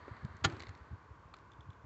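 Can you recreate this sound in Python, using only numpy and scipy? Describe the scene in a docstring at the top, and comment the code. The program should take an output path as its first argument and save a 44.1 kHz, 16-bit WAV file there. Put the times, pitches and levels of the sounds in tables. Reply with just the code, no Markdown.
"""A distant outdoor rumble (coloured noise) runs throughout, under a far hiss that fades.
A soft scuff comes first; then low bumps on the hand-held microphone (short sine swells) and the first rattles.
A steel turnstile clunks once: the latch slams home in a quick run of noise bursts, and decaying sines ring.
Loose parts rattle on as bursts of noise; later the pawl drops into its notch, followed by two faint rattles.
Last come a few light ticks of a small part, each a click with a short ping, and a few more bumps."""
import sys
import numpy as np
from scipy import signal
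from scipy.fft import rfft, irfft
from scipy.io import wavfile

SR = 44100
rng = np.random.default_rng(int(sys.argv[2]) if len(sys.argv) > 2 else 0)


def wav_out(sig):
    """Save sig, one row per channel (or a flat mono array), as 16-bit PCM at SR to the path in sys.argv[1]."""
    wavfile.write(sys.argv[1], SR, np.round(np.clip(np.atleast_2d(sig).T, -1, 1) * 32767).astype(np.int16))


N = 81585
TIME = np.arange(N) / SR  # seconds
CUTOFF_HZ = 7900  # top of the sound
CONTACT_RISE_S = 0.00089  # rise of every small contact


def from_db(db):
    """Turn decibels into a plain gain."""
    return 10 ** (np.asarray(db) / 20)


def noise(spectrum):
    """Noise whose strength at each pitch follows a table, scaled to an rms of 1."""
    hz, db = np.transpose(spectrum)
    freqs = np.maximum(np.arange(N // 2 + 1) * SR / N, 1)
    gain = from_db(np.interp(np.log(freqs), np.log(hz), db))
    gain = gain * (freqs < CUTOFF_HZ + 1000)
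    coloured = irfft(rfft(rng.standard_normal(N)) * gain, N)
    return coloured / coloured.std()


def lowpass(sound, hz, order=1):
    """Soften a sound by weakening what lies above hz (Butterworth filter)."""
    safe_hz = np.clip(hz, 10, SR / 2 - 1000)
    sos = signal.butter(order, safe_hz, fs=SR, output="sos")
    return signal.sosfilt(sos, sound + 1e-18)  # the tiny offset is inaudible


def burst(start_s, t60_s, rise_s):
    """Loudness of a blow: a quick rise times a decay that falls 60 dB in t60_s."""
    age = np.maximum(TIME - start_s, 0)
    decay = np.exp(-np.minimum(np.log(1000) * age / t60_s, 20))
    return (1 - np.exp(-age / rise_s)) * decay


def ring(start_s, hz, t60_s, rise_s):
    """One way a struck part vibrates: a sine that dies away."""
    return np.sin(2 * np.pi * hz * (TIME - start_s)) * burst(start_s, t60_s, rise_s)


def contact(start_s, t60_s):
    """Loudness of a small contact, with a faint, longer answer from the surroundings."""
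    direct = burst(start_s, t60_s, CONTACT_RISE_S)
    echo = from_db(-30) * burst(start_s, 0.21, .004)
    return np.hypot(direct, echo)


def clicks(touches, spectrum, t60_s):
    """Short, heavily damped touches that share one colour of noise."""
    loudness = sum(from_db(db) * contact(s, t60_s) for s, db in touches)
    return noise(spectrum) * loudness


def outdoors():
    """Far sounds blur into noise: a steady rumble and a hiss that fades."""
    # colour of the rumble: (frequency [Hz], relative level per Hz [dB])
    rumble_colour = [(25, -23.5), (45, -8), (65, 3), (100, -0.5), (160, -7.5), (210, -12), (320, -10),
                     (500, -13), (800, -15.5), (950, -6), (1140, -5.5), (1300, -16.5), (1520, -11),
                     (1800, -23.5), (2300, -25), (2900, -30.5), (4000, -36.5), (7200, -39.5), (7900, -48)]
    # colour of the hiss: (frequency [Hz], relative level per Hz [dB])
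    hiss_colour = [(200, 1.5), (700, -3), (1150, 3), (1950, -1), (2600, -16.5), (4600, -16.5), (5200, -30),
                   (7500, -33)]
    # fading of the hiss: (time [s], level [dB])
    hiss_level = [(0, -58), (.13, -57), (.35, -60), (.85, -63.5), (1.1, -70.5), (1.85, -75)]
    rumble = from_db(-59) * noise(rumble_colour)
    hiss_gain = from_db(np.interp(TIME, *np.transpose(hiss_level)))
    return rumble + hiss_gain * noise(hiss_colour)


def scuffs():
    """A soft scuff: two overlapping, quickly damped touches of dull noise."""
    # touches of the scuff: (time [s], level [dB])
    scuff_touches = [(0.0790, -41), (0.0870, -48)]
    # colour of the scuff: (frequency [Hz], relative level per Hz [dB])
    scuff_colour = [(150, -12.5), (320, 0), (450, 1.5), (650, -12.5), (1200, -9.5), (2000, -16),
                    (3500, -40), (7500, -45)]
    return clicks(scuff_touches, scuff_colour, t60_s=0.032)


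def bumps():
    """Each microphone bump swells and dies within a few cycles, with a little rubbing noise."""
    # soft bumps: (time [s], level at the height of the swell [dB], pitch [Hz], swell time [s])
    bump_list = [(0.109, -36, 104, 0.0032), (0.222, -40.5, 91, 0.0042), (0.238, -36, 120, 0.0055),
                 (0.243, -41, 200, 0.0037), (0.299, -41.5, 85, 0.0053), (0.337, -45, 91, 0.0051),
                 (0.418, -41, 95, 0.0046), (0.527, -38.5, 95, 0.0045), (0.545, -51, 371, .004),
                 (0.565, -48, 100, .004), (0.598, -49, 75, 0.0069), (0.666, -46, 98, 0.003),
                 (0.682, -39, 86, 0.0062), (0.804, -46, 73.6, 0.0047), (0.907, -38.5, 79.5, 0.004),
                 (0.924, -37, 98, 0.0052), (1.102, -45.5, 83.5, 0.0051), (1.250, -47.5, 86, 0.0041),
                 (1.584, -46.5, 105, 0.0035), (1.656, -50.5, 118, 0.0069), (1.684, -40.5, 102, 0.0039),
                 (1.838, -42.5, 90, 0.0033)]
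    grit = lowpass(noise([(40, -7.5), (100, -0.5), (8000, 2)]), 178, order=3)
    grit = from_db(-14.5) * grit / grit.std()
    total = 0
    for s, db, hz, swell_s in bump_list:
        age = np.maximum(TIME - s, 0)
        # the swell is highest, at 1, after two swell times
        swell = (age / swell_s / 2) ** 2 * np.exp(2 - np.minimum(age / swell_s, 40))
        tone = np.sin(2 * np.pi * hz * age)
        total = total + from_db(db) * swell * (tone + grit)
    return total


def rattles():
    """Loose steel parts chatter: short bursts of one noise, each touch with its own brightness."""
    # touches of the loose parts: (time [s], relative level [dB], treble gain [dB])
    rattle_touches = [(0.1657, -13, -6), (0.2485, -8.5, 3.5), (0.367, -15.5, 8.5), (0.4980, -3.5, 0),
                      (0.523, -9.5, 4), (0.5661, -7.5, 1), (0.5958, -3.5, 4), (0.603, 2, -3.5),
                      (0.6146, -15, -8), (0.6211, -1, 3.5), (0.634, -1.5, -16), (0.6686, -2.5, -7),
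                      (0.6843, -15, 1), (0.6909, -7, 5), (0.7497, -13.5, 3), (0.775, -17.5, 2),
                      (1.3655, -15.5, 6), (1.3854, -15, 1)]
    # colour of the steel before the treble gain: (frequency [Hz], relative level per Hz [dB])
    steel_colour = [(300, -7), (1150, 2), (1600, -5), (2020, 4), (2500, -5), (3500, -8), (3950, -2.5),
                    (4500, -3), (5100, -13.5), (7400, -15.5), (7950, -28)]
    steel = noise(steel_colour)
    treble_split = signal.butter(4, 5000, fs=SR, output="sos")  # Hz
    body = signal.sosfiltfilt(treble_split, steel)
    treble = steel - body
    total = 0
    for s, db, treble_db in rattle_touches:
        touch = body + from_db(treble_db) * treble
        total = total + from_db(db) * contact(s, t60_s=0.017) * touch
    return from_db(-39.5) * total


def clunk():
    """Latch contacts crack, the frame rings, the housing booms and a wash of noise dies away."""
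    # contacts of the latch: (time [s], relative level [dB], low-pass [Hz])
    latch_contacts = [(0.439, -17, 6030), (0.4417, -5, 9740), (0.4442, -1.5, 9000), (0.4472, 0.5, 8000),
                      (0.4502, 0.5, 3960), (0.4520, -1.5, 2980), (0.457, -11, 2490)]
    # dense upper vibrations of the steel: (frequency [Hz], relative level per Hz [dB])
    crack_colour = [(100, -11), (200, -8), (320, 4.5), (550, -5.5), (850, 0), (1050, 1), (1350, 3.5),
                    (1650, -2.5), (2200, -0.5), (3400, -1.5), (4600, -3), (5800, -9.5), (7000, -1.5),
                    (7900, -20.5)]
    # separate vibrations of the frame: (pitch [Hz], relative level [dB], time to fall 60 dB [s])
    frame_modes = [(294, -41, 0.11), (333.3, -40.5, .19), (443.6, -39.5, 0.098), (789, -30.5, 0.075),
                   (909, -33, 0.045), (1186, -28, 0.055), (1409, -23.5, 0.046), (1773, -32, 0.078),
                   (2205, -33.5, .05), (2250, -32, .05), (2750, -39, 0.047), (3080, -34, 0.048),
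                   (3301, -32.5, 0.055), (4187, -35, 0.056), (4780, -39, 0.06), (6850, -36, .042),
                   (7004, -40, .04)]
    # boom of the housing: (pitch [Hz], level [dB], time to fall 60 dB [s])
    housing_modes = [(103.5, -25, .11), (147, -28.5, 0.13)]
    # colour of the fading wash: (frequency [Hz], relative level per Hz [dB])
    wash_colour = [(80, -2), (210, -2), (330, 8), (600, -5), (1200, -2), (2000, -10.5), (3200, -16),
                   (5000, -28), (7500, -32)]
    frame_s, boom_s = .4455, .4525  # start times

    crack = 0
    for s, db, soft_hz in latch_contacts:
        hit = noise(crack_colour) * burst(s, t60_s=0.034, rise_s=0.00012)
        crack = crack + from_db(db) * lowpass(hit, soft_hz)
    frame = 0
    for hz, db, t60_s in frame_modes:
        start_s = frame_s + rng.random() / hz  # chance delay of up to one cycle
        frame = frame + from_db(db) * ring(start_s, hz, t60_s, rise_s=0.0021)
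    boom = sum(from_db(db) * ring(boom_s, hz, t60_s, rise_s=0.0011) for hz, db, t60_s in housing_modes)
    wash = noise(wash_colour) * burst(boom_s, t60_s=0.65, rise_s=0.0042)
    return from_db(-25) * crack + from_db(1) * frame + boom + from_db(-43) * wash


def pawl_drops():
    """The pawl drops into its notch: two damped touches of noise in quick succession."""
    # touches of the pawl: (time [s], level [dB])
    pawl_touches = [(1.3386, -41), (1.3412, -45)]
    # colour of the pawl: (frequency [Hz], relative level per Hz [dB])
    pawl_colour = [(300, -18), (800, -4), (1050, -6), (1270, 10.5), (1550, -13), (2000, 2), (2800, -8.5),
                   (4000, -5), (4600, -9), (5300, -27), (7200, -23.5), (7950, -32)]
    return clicks(pawl_touches, pawl_colour, t60_s=0.016)


def ticks():
    """A small part clicks at each touch and pings briefly at one pitch."""
    # light ticks: (time [s], relative level [dB])
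    tick_touches = [(1.5172, -52), (1.5340, -57), (1.6068, -53), (1.6282, -66), (1.7028, -55),
                    (1.7307, -61), (1.8215, -69.5)]
    # colour of the click: (frequency [Hz], relative level per Hz [dB])
    tick_colour = [(1500, -10), (3100, -6), (3500, 0.5), (3950, -8.5), (5200, -20), (7100, -15),
                   (7900, -31)]
    ping_hz, t60_s = 3490, .019
    ping = sum(from_db(db) * ring(s, ping_hz, t60_s, CONTACT_RISE_S) for s, db in tick_touches)
    click = clicks(tick_touches, tick_colour, t60_s)
    return from_db(-1) * ping + from_db(-3.5) * click


def scene():
    """The turnstile close by, touches and bumps, and the outdoors behind it."""
    turnstile = rattles() + clunk() + pawl_drops() + ticks()
    return (outdoors() + scuffs() + bumps() + turnstile)[None]  # one channel


def record(dry):
    """The microphone thins the deep bass; the top is cut steeply."""
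    bass_cut = signal.butter(3, 50, "high", fs=SR, output="sos")
    thin = signal.sosfilt(bass_cut, dry)
    top_cut = signal.ellip(10, .3, 80, CUTOFF_HZ, fs=SR, output="sos")
    return signal.sosfilt(top_cut, thin)


dry = scene()
out = record(dry)
wav_out(out)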